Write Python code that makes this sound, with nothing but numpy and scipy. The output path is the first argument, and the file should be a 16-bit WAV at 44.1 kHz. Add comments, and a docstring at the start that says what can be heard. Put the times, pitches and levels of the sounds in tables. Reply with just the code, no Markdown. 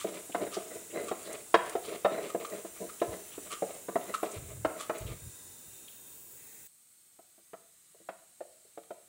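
"""Dull knocks of a wooden pestle pounding chillies in a hand-held wooden mortar, over a bright hiss.
Each blow rings the bowl and bursts the pulp. Between blows the pestle grinds and scrapes the wall
by stick-slip friction, tearing skins and snapping seeds. A stone counter and kitchen tiles echo it,
and air buffets the microphone. The hiss drops away suddenly before the last, lighter blows."""
import sys
import numpy as np
from scipy import signal
from scipy.fft import rfft, irfft
from scipy.io import wavfile
from scipy.ndimage import uniform_filter1d, minimum_filter1d, map_coordinates

SR = 44100
rng = np.random.default_rng(int(sys.argv[2]) if len(sys.argv) > 2 else 0)


def wav_out(sig):
    """Save sig, one row per channel (or a flat mono array), as 16-bit PCM at SR to the path in sys.argv[1]."""
    wavfile.write(sys.argv[1], SR, np.round(np.clip(np.atleast_2d(sig).T, -1, 1) * 32767).astype(np.int16))


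N = 400428
TIME = np.arange(N) / SR
TOP_HZ = 15750
HISS_STOP_S = 6.675


def undb(db):
    """Decibels to gain."""
    return 10 ** (np.asarray(db) / 20)


def unit(x):
    """Scale to rms 1."""
    return x / np.sqrt(np.mean(x ** 2))


def log_interp(hz, points):
    """Read (frequency, value) points on a log-frequency axis."""
    point_hz, value = np.transpose(points)
    return np.interp(np.log(hz + 1), np.log(point_hz), value)


def colour(x, points):
    """Minimum-phase filter through (frequency [Hz], gain [dB]) points."""
    size = 2048
    gain = undb(log_interp(np.fft.rfftfreq(size, 1 / SR), points))
    cepstrum = irfft(np.log(gain))
    cepstrum[1:size // 2] *= 2
    cepstrum[size // 2 + 1:] = 0
    return signal.oaconvolve(x, irfft(np.exp(rfft(cepstrum))))[:len(x)]


def band(x, lo_hz, hi_hz, order=2):
    """Butterworth band-pass."""
    return signal.sosfilt(signal.butter(order, [lo_hz, hi_hz], "band", fs=SR, output="sos"), x)


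def split(x, hz):
    """The parts below and above a frequency."""
    low = signal.sosfiltfilt(signal.butter(4, hz, fs=SR, output="sos"), x)
    return low, x - low


def resonate(x, resonances):
    """Drive (centre [Hz], width [Hz], gain [dB]) resonances; rms 1."""
    return unit(sum(undb(db) * band(x, hz - width / 2, hz + width / 2) for hz, width, db in resonances))


def recent_mean(x, span_s):
    """Trailing moving average."""
    size = int(span_s * SR)
    return uniform_filter1d(x, size, origin=(size - 1) // 2)


def walk(rate_hz):
    """Random wander, spread near 1."""
    return np.interp(TIME * rate_hz, np.arange(2048), rng.standard_normal(2048))


def hold(start_s, end_s, attack_s, release_s, sag_db_per_s=0):
    """Envelope: linear attack, sagging hold, exponential release."""
    age_s = np.maximum(TIME - start_s, 0)
    release = np.exp(-np.maximum(TIME - end_s, 0) / release_s)
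    return np.minimum(age_s / attack_s, 1) * undb(-sag_db_per_s * age_s) * release


def swell(peak_s, length_s, rise_share=0.4):
    """Pressure of one stroke, building and letting go."""
    rise = ((TIME - peak_s) / (rise_share * length_s)) ** 2
    fall = (TIME - peak_s) / ((1 - rise_share) * length_s)
    return np.exp(-np.where(TIME < peak_s, rise, fall))


def slips(rate_hz, spread_db):
    """Stick-slip friction: random impulses of unequal size; rms 1."""
    sizes = undb(spread_db * rng.exponential(size=N).clip(0, 4)) * rng.choice([-1, 1], N)
    return unit(sizes * (rng.random(N) < rate_hz / SR))


def rippled_noise(points, ripple_db, drift_db, drift_hz, smooth_below_hz=1500):
    """Coloured noise with fine spectral ripples, some steady and some drifting; rms 1."""
    hz, t, spectrum = signal.stft(rng.standard_normal(N), SR, nperseg=1024)
    ripples = rng.standard_normal((len(hz) // 2 + 1, 64))
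    grid = np.meshgrid(np.arange(len(hz)) / 2, 1 + t * drift_hz, indexing="ij")
    steady = np.interp(grid[0][:, :1], np.arange(len(ripples)), ripples[:, 0])
    drifting = map_coordinates(ripples, grid, order=1, mode="mirror")
    depth = np.clip(hz / smooth_below_hz, 0.4, 1)[:, None]
    spectrum *= undb(depth * (ripple_db * steady + drift_db * drifting))
    return unit(colour(signal.istft(spectrum, SR)[1][:N], points))


# Faint hiss spectrum: (frequency [Hz], gain [dB])
FAINT_SPECTRUM = [(30, -14), (150, -2.5), (350, -6), (700, -12), (1200, -8), (2800, -8), (4000, -4.5),
                  (4850, -9.5), (6300, -3), (8100, 8), (10000, 1), (12700, -5), (15500, -0.5)]

def faint_hiss(high_db=-61, low_db=-69.5, dip_db=-4, settle_s=0.77):
    """A faint hiss whose lower part starts weak and comes up after the loud hiss stops."""
    noise = rippled_noise(FAINT_SPECTRUM, ripple_db=2.7, drift_db=2.5, drift_hz=1.983)
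    low, high = split(noise, hz=6130)
    dip = np.exp(-np.maximum(TIME - HISS_STOP_S, 0) / settle_s)
    return unit(high) * undb(high_db) + unit(low) * undb(low_db + dip_db * dip)


# Loud hiss spectrum: (frequency [Hz], gain [dB])
LOUD_SPECTRUM = [(30, -12), (100, -1.5), (220, -3), (370, 0), (700, -7.5), (1500, -7.5), (3000, -11),
                 (3900, -9.5), (4850, -14), (7000, 1), (8600, 1.5), (10500, -2), (12200, -12.5),
                 (13600, -6), (15300, -0.5)]
# Loud hiss contour, before trim: (time [s], body gain [dB], top gain [dB])
HISS_CONTOUR = [(0, -47.5, -50), (1.7, -49, -51), (4.15, -48.5, -49), (4.45, -50.5, -51.5),
                (5.9, -50.5, -48), (6.15, -53, -46), (6.6, -53, -47.5)]

def loud_hiss(trim_db=2, waver_db=0.8):
    """A bright, slightly wavering hiss that thins and brightens."""
    noise = rippled_noise(LOUD_SPECTRUM, ripple_db=2.5, drift_db=3, drift_hz=4)
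    body, top = split(noise, hz=12740)
    time_s, body_db, top_db = np.transpose(HISS_CONTOUR)
    body_gain = undb(np.interp(TIME, time_s, body_db) + waver_db * walk(8.8))
    top_gain = undb(np.interp(TIME, time_s, top_db) + waver_db * walk(22))
    return undb(trim_db) * (body * body_gain + top * top_gain)


# Whistling bands: (start [s], end [s], centre [Hz], width [Hz], level [dB])
WHISTLE_BANDS = [(5.15, 6.144, 3685, 160, -70), (6.35, 6.608, 2150, 600, -69)]

def whistles(fade_s=0.041):
    """Narrow bands of noise whistle faintly for a while."""
    return sum(hold(start_s, end_s, fade_s, fade_s) * undb(db)
               * resonate(rng.standard_normal(N), [(hz, width_hz, 0)])
               for start_s, end_s, hz, width_hz, db in WHISTLE_BANDS)


def hiss(cut_s=0.0034):
    """The loud hiss stops abruptly and leaves the faint one."""
    gate = np.clip((HISS_STOP_S - TIME) / cut_s, 0, 1)
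    loud, faint = loud_hiss(), faint_hiss()
    return gate * (loud + whistles()) + (1 - gate) * faint


# Air puffs, before trim: (start [s], end [s], level [dB])
AIR_PUFFS = [(3.072, 3.09, -42), (4.354, 4.538, -45), (4.542, 4.67, -46), (5.003, 5.141, -38),
             (5.212, 5.275, -46.5), (5.32, 5.517, -64), (5.657, 5.698, -55.5)]
# Buffet spectrum: (frequency [Hz], gain [dB])
BUFFET_SPECTRUM = [(20, -32), (50, -12), (95, -3.5), (140, -7.5), (220, -24.5), (500, -28), (2000, -83)]

def buffets(trim_db=-1):
    """Low puffs of moving air on the microphone."""
    strength = sum(undb(db) * hold(start_s, end_s, attack_s=0.015, release_s=0.026, sag_db_per_s=27)
                   for start_s, end_s, db in AIR_PUFFS)
    return undb(trim_db) * strength * unit(colour(rng.standard_normal(N), BUFFET_SPECTRUM))


# Room decay: (frequency [Hz], t60 [s])
KITCHEN_T60 = [(150, 0.59), (500, 0.51), (1200, 0.49), (3000, 0.62), (9000, 0.05)]
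# Wall reflection spectrum: (frequency [Hz], gain [dB])
WALL_SPECTRUM = [(150, -1.2), (550, 1.5), (1400, 2), (3000, 2.1), (9000, -2)]

def kitchen(x, wet_db, build_s=0.011):
    """Add a diffuse tail from the tiled walls, shorter in the high treble."""
    t = np.arange(SR // 2) / SR
    tail = np.zeros(len(t))
    for hz in 100 * 2 ** np.arange(7):
        octave = band(rng.standard_normal(len(t)), hz, 2 * hz, order=3)
        t60_s = log_interp(hz * np.sqrt(2), KITCHEN_T60)
        tail += octave * undb(-60 * t / t60_s)
    tail *= 1 - np.exp(-(t / build_s) ** 2)
    tail = colour(tail / np.sqrt(np.sum(tail ** 2)), WALL_SPECTRUM)
    return x + undb(wet_db) * signal.oaconvolve(x, tail)[:len(x)]


# Seed snap spectrum: (frequency [Hz], gain [dB])
SEED_SPECTRUM = [(1500, -26.5), (3000, -6.5), (4000, -6.5), (4900, -8), (7000, -3), (9500, 3), (12000, -12),
                 (15000, -9)]

def seeds(crush, gain_db=-7, rate_hz=40, snap_s=0.0068):
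    """Seeds and skins snap one by one under the pestle."""
    t = np.arange(SR // 20) / SR
    snaps = signal.oaconvolve(np.abs(slips(rate_hz, spread_db=2.5)), np.exp(-t / snap_s))[:N]
    crackle = unit(colour(snaps * rng.standard_normal(N), SEED_SPECTRUM))
    return undb(gain_db) * crackle * crush


# Tearing skins: (peak time [s], length [s], level [dB], centre [Hz])
SKIN_TEARS = [(0.325, 0.013, -48.5, 2872), (0.547, 0.022, -43.5, 4950), (0.914, 0.019, -50, 2510),
              (1.265, .04, -52, 3810), (1.332, 0.011, -42.5, 8700), (1.853, 0.043, -49.5, 3680),
              (3.002, .01, -48.5, 2980), (3.332, .037, -54, 3000), (4.231, .005, -41, 11000),
              (4.32, 0.016, -44, 7700), (4.985, 0.0099, -43.5, 8700), (5.078, 0.039, -51, 3130),
              (5.885, 0.017, -52.5, 3180), (5.927, 0.017, -59.5, 3290)]

def tears():
    """A chilli skin tears in a short, band-limited run of tiny cracks."""
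    cracks = slips(rate_hz=3000, spread_db=2.5)
    return sum(undb(db) * swell(peak_s, length_s) * unit(band(cracks, 0.8 * hz, 1.2 * hz))
               for peak_s, length_s, db, hz in SKIN_TEARS)


# Sliding pestle resonances: (centre [Hz], width [Hz], gain [dB])
PESTLE_RESONANCES = [(1226, 150, 5.5), (2210, 540, -14.5), (3150, 400, -17), (4000, 900, -17.5)]
# Grit spectrum: (frequency [Hz], gain [dB])
GRIT_SPECTRUM = [(600, -12), (1500, -1.5), (3200, 4), (5000, -6), (8000, 3.5), (12000, -8.5),
                 (15000, -42.5)]
# Wall scrapes, before trim: (peak time [s], length [s], level [dB], relative grit [dB])
WALL_SCRAPES = [(.01, 0.065, -47.5, 4.5), (0.549, 0.065, -45.5, 3.5), (1.09, 0.027, -41, -1.5),
                (2.303, 0.016, -38.5, -9), (2.897, 0.015, -41, -12), (3.525, 0.039, -39.5, 1),
                (4.811, 0.04, -40, -1), (8.837, .011, -66, 6)]

def scrapes(trim_db=-1):
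    """Wood slides on wood with seeds between: the pestle sings briefly over a gritty rasp."""
    song = resonate(slips(rate_hz=3700, spread_db=2), PESTLE_RESONANCES)
    grit = unit(colour(slips(rate_hz=3000, spread_db=3.5), GRIT_SPECTRUM))
    return sum(undb(db + trim_db) * swell(peak_s, length_s) * (song + undb(grit_db) * grit)
               for peak_s, length_s, db, grit_db in WALL_SCRAPES)


# Pestle skips: (start [s], end [s], level [dB])
WALL_SKIPS = [(2.447, 2.45, -34), (4.139, 4.151, -30.5)]

def skips(grit_db=-9):
    """A quick run of tiny bounces against the wall rings the pestle as it lifts."""
    song = resonate(slips(rate_hz=6000, spread_db=1), PESTLE_RESONANCES)
    grit = unit(colour(slips(rate_hz=4000, spread_db=-1.5), GRIT_SPECTRUM))
    strength = sum(undb(db) * hold(start_s, end_s, attack_s=0.0025, release_s=0.0073)
                   for start_s, end_s, db in WALL_SKIPS)
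    return strength * (song + undb(grit_db) * grit)


# Pestle twists: (start [s], lift [s], rumble drive [dB], crush drive [dB])
PESTLE_TWISTS = [(0.063, 0.197, -42.5, -48.5), (0.342, 0.507, -39.5, -53), (0.578, 0.814, -50, -53),
                 (.86, .92, -54, -70), (0.918, 1.08, -37.5, -49.5), (1.125, 1.394, -52, -49.5),
                 (1.58, 1.715, -47, -45), (1.829, 1.963, -45, -52), (2.083, 2.293, -43, -48),
                 (2.39, 2.602, -47, -50.5), (2.646, 2.904, -72, -54.5), (3.036, 3.168, -40.5, -51.5),
                 (3.236, 3.365, -57, -54.5), (3.419, 3.59, -50.5, -52), (3.664, 3.764, -46.5, -50),
                 (3.99, 4.142, -51, -51), (4.223, 4.437, -43, -48.5), (4.453, 4.57, -59, -64),
                 (4.668, 4.806, -48.5, -55.5), (4.92, 5.117, -46.5, -50)]

def twisting(attack_s=0.03, release_s=0.02):
    """Rumble and crush envelopes: the pestle presses in, the pulp yields, the pestle lifts."""
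    rumble, crush = np.zeros((2, N))
    for start_s, lift_s, rumble_db, crush_db in PESTLE_TWISTS:
        rumble += undb(rumble_db) * hold(start_s, lift_s, attack_s, release_s, sag_db_per_s=28)
        crush += undb(crush_db) * hold(start_s, lift_s, attack_s, release_s, sag_db_per_s=18.5)
    return rumble, crush


# Mortar modes: (frequency [Hz], level [dB], t60 [s])
MORTAR_MODES = [(193, -8.5, 0.15), (338.2, 0, 0.094), (408.7, 4, 0.038), (449, -2, 0.077),
                (571, -6.5, 0.063), (647, 1.5, 0.06), (693.3, 0.5, 0.069), (750, -8, 0.075),
                (996, -4.5, 0.056), (1160, -11, 0.027), (1309.4, -8, 0.08), (1425, -6, 0.033),
                (1630, -12, .025), (1770, -7, 0.033), (2096, -8.5, 0.05), (2302, -14, .03),
                (2450, -17, 0.018), (3280, -23, .02), (3760, -11.5, 0.057)]

def bowl(t, detune, scatter_db):
    """The mortar's ring; where the pestle lands shifts and weights the modes."""
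    hz, db, t60_s = np.transpose(MORTAR_MODES)
    shift, offset, weight = rng.uniform(-1, 1, (3, len(hz)))
    phase = 2 * np.pi * np.outer(hz * (1 + detune * shift), t) + np.pi / 2 * offset[:, None]
    decay = undb(-60 * t / t60_s[:, None])
    return undb(db + scatter_db * weight) @ (np.sin(phase) * decay)


# Pestle judder under load: (centre [Hz], width [Hz], gain [dB])
CHATTER_RESONANCES = [(1243, 770, -4.5), (1600, 69, -13), (1950, 220, 1), (3960, 160, -6)]
# Pulp crunch spectrum: (frequency [Hz], gain [dB])
CRUNCH_SPECTRUM = [(500, -17), (1250, 6.5), (1600, -7.5), (2200, 3.5), (3100, -2.5), (4000, -4),
                   (4900, -12), (8000, -26)]
# Hard pushes, before trim: (peak time [s], length [s], level [dB], relative chatter [dB])
PULP_PUSHES = [(0.413, .04, -44, -13), (0.472, 0.021, -37.5, -10.5), (0.718, 0.052, -45, -8.5),
               (0.764, 0.019, -39.5, -22), (0.975, 0.055, -34.5, -6), (1.294, 0.095, -41, -9),
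               (2.12, 0.0098, -37, -10.5), (2.15, 0.014, -35.5, -5.5), (2.187, 0.029, -35, -9.5),
               (2.537, 0.05, -40, -11.5), (2.823, 0.043, -34, -32.5), (3.139, 0.034, -48, -3),
               (4.095, 0.035, -39.5, -9), (4.767, 0.013, -41.5, -7)]

def grinding(rumble, crush, bowl_db=-3, crunch_db=-5, push_trim_db=-1, rough_db=6):
    """The pestle drags through the pulp: slips shake the bowl, the pestle judders, skins crackle."""
    friction = slips(rate_hz=1000, spread_db=2.5)
    ring = bowl(np.arange(SR // 8) / SR, detune=0.0091, scatter_db=1.8)
    shake_spectrum = [(150, -1), (350, 7.5), (650, 7.5), (1000, -3.5),
                      (1500, -11.5), (2100, -6), (4000, -8)]
    shake = unit(colour(signal.oaconvolve(friction, ring)[:N], shake_spectrum))
    chatter = resonate(friction, CHATTER_RESONANCES)
    crunch = unit(colour(slips(rate_hz=1500, spread_db=-1), CRUNCH_SPECTRUM))
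    twists = undb(bowl_db) * shake * rumble + undb(crunch_db) * crunch * crush
    pushes = sum(undb(db) * swell(peak_s, length_s) * (shake + undb(chatter_db) * chatter)
                 for peak_s, length_s, db, chatter_db in PULP_PUSHES)
    return undb(push_trim_db) * pushes + undb(rough_db * walk(45)) * twists


def cushion(knock, target_db, bass_db=-3):
    """The chillies dull a knock: steer its thud, body, clack and crack peaks to the target levels."""
    edges_hz = [(150, 400), (400, 800), (800, 1700), (1700, 5000)]
    centres_hz = [110, 290, 570, 1150, 2300, 7000]
    for _ in range(2):  # the bands overlap, so one pass falls short
        peak_power = [uniform_filter1d(band(knock, lo, hi, order=3) ** 2, size=220).max()
                      for lo, hi in edges_hz]
        db = target_db - 10 * np.log10(peak_power)
        deep_db, top_db = min(db[0], db[1]) + bass_db, min(db[1], db[3])
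        knock = colour(knock, list(zip(centres_hz, [deep_db, *db, top_db])))
    return knock


# Reflections off counter, hand and tiles: (delay [s], gain [linear])
EARLY_ECHOES = [(.0016, 0.28), (.0044, 0.15), (.0078, 0.23)]

def echoes(direct, t):
    """Nearby surfaces reflect a blow; the moving hand changes the paths each time."""
    stretch = 1 + 0.1 * rng.standard_normal()
    return sum(gain * np.interp(t - delay_s * stretch, t, direct, left=0)
               for delay_s, gain in EARLY_ECHOES)


# Bursting pulp spectrum: (frequency [Hz], gain [dB])
SPLAT_SPECTRUM = [(80, -29.5), (180, -11.5), (350, -2), (650, 0), (830, -2), (1350, -4), (2500, -10),
                  (4000, -20.5), (6000, -30), (12000, -42.5)]
# Blows: (time [s], body peak [dB], relative thud [dB], relative clack [dB])
PESTLE_BLOWS = [(0.045, -28, -3, -17), (0.295, -46.5, 1, -8.5), (0.347, -27, -7.5, -3.5),
                (0.568, -31, -2, -13.5), (1.113, -28.5, -6.5, -8), (1.542, -16, -8, 0),
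                (1.752, -23.5, -8.5, -14), (2.047, -20, -11.5, -6.5), (2.056, -22, -13, -7.5),
                (2.347, -24.5, -7, -15.5), (2.647, -39.5, -1.5, -11), (3.016, -22, -6, -11.5),
                (3.378, -42.5, 6, -9.5), (3.622, -26.5, -9, -14), (3.884, -35, -3, -7),
                (3.956, -22.5, -7, -7.5), (4.23, -26, -6, -9), (4.648, -23, -7, -5.5),
                (4.896, -28, -7, -4.5), (7.189, -52.5, -6.5, -9.5), (7.38, -63.5, -1, -8.5),
                (7.533, -42.5, -7, -6), (7.946, -57.5, -10, -14), (8.001, -59, -2.5, -20.5),
                (8.088, -35.5, -14, -3.5), (8.406, -34.5, -15, -16), (8.65, -61, -4, -15.5),
                (8.775, -40, -9.5, -10), (8.906, -37.5, -10.5, -9.5)]

def blows(splat_db=-3, splat_s=0.015, contact_s=0.00058, crack_re_clack_db=-9):
    """Each blow rings the bowl and bursts the pulp; the last, light ones sound drier."""
    t = np.arange(SR // 2) / SR
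    contact = 1 - np.exp(-t / contact_s)
    track = np.zeros(N + len(t))
    for time_s, body_db, thud_db, clack_db in PESTLE_BLOWS:
        ring = unit(bowl(t, detune=0.0099, scatter_db=4))
        burst = rng.standard_normal(len(t)) * np.exp(-(t / splat_s) ** 2)
        splat = undb(splat_db) * unit(colour(burst, SPLAT_SPECTRUM))
        direct = band((ring + splat) * contact, 135, TOP_HZ)  # a small bowl radiates no deep bass
        knock = kitchen(direct + echoes(direct, t), wet_db=-16 if time_s < HISS_STOP_S else -18.5)
        target_db = body_db + np.array([thud_db, 0, clack_db, clack_db + crack_re_clack_db])
        track[int(time_s * SR):][:len(t)] += cushion(knock, target_db)
    return track[:N]


def scene():
    """Mortar and pestle in the kitchen, with air and hiss at the microphone; mono."""
    rumble, crush = twisting()
    rubbing = grinding(rumble, crush) + scrapes() + skips() + tears() + seeds(crush)
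    rubbing = band(rubbing, 120, TOP_HZ)
    return (blows() + kitchen(rubbing, wet_db=-17) + buffets() + hiss())[None]


def record(dry, limit_db=-17, sense_s=0.016, hold_s=0.074, slew_s=0.02):
    """An rms limiter ducks briefly after the hardest blow; the top is cut steeply."""
    rms = np.sqrt(np.maximum(recent_mean(dry[0] ** 2, sense_s), 1e-12))
    gain = np.minimum(undb(limit_db) / rms, 1)
    size = int(hold_s * SR)
    held_gain = minimum_filter1d(gain, size, origin=(size - 1) // 2)
    lowpass = signal.ellip(12, 0.1, 80, TOP_HZ, fs=SR, output="sos")
    return signal.sosfilt(lowpass, dry * recent_mean(held_gain, slew_s))


dry = scene()
out = record(dry)
wav_out(out)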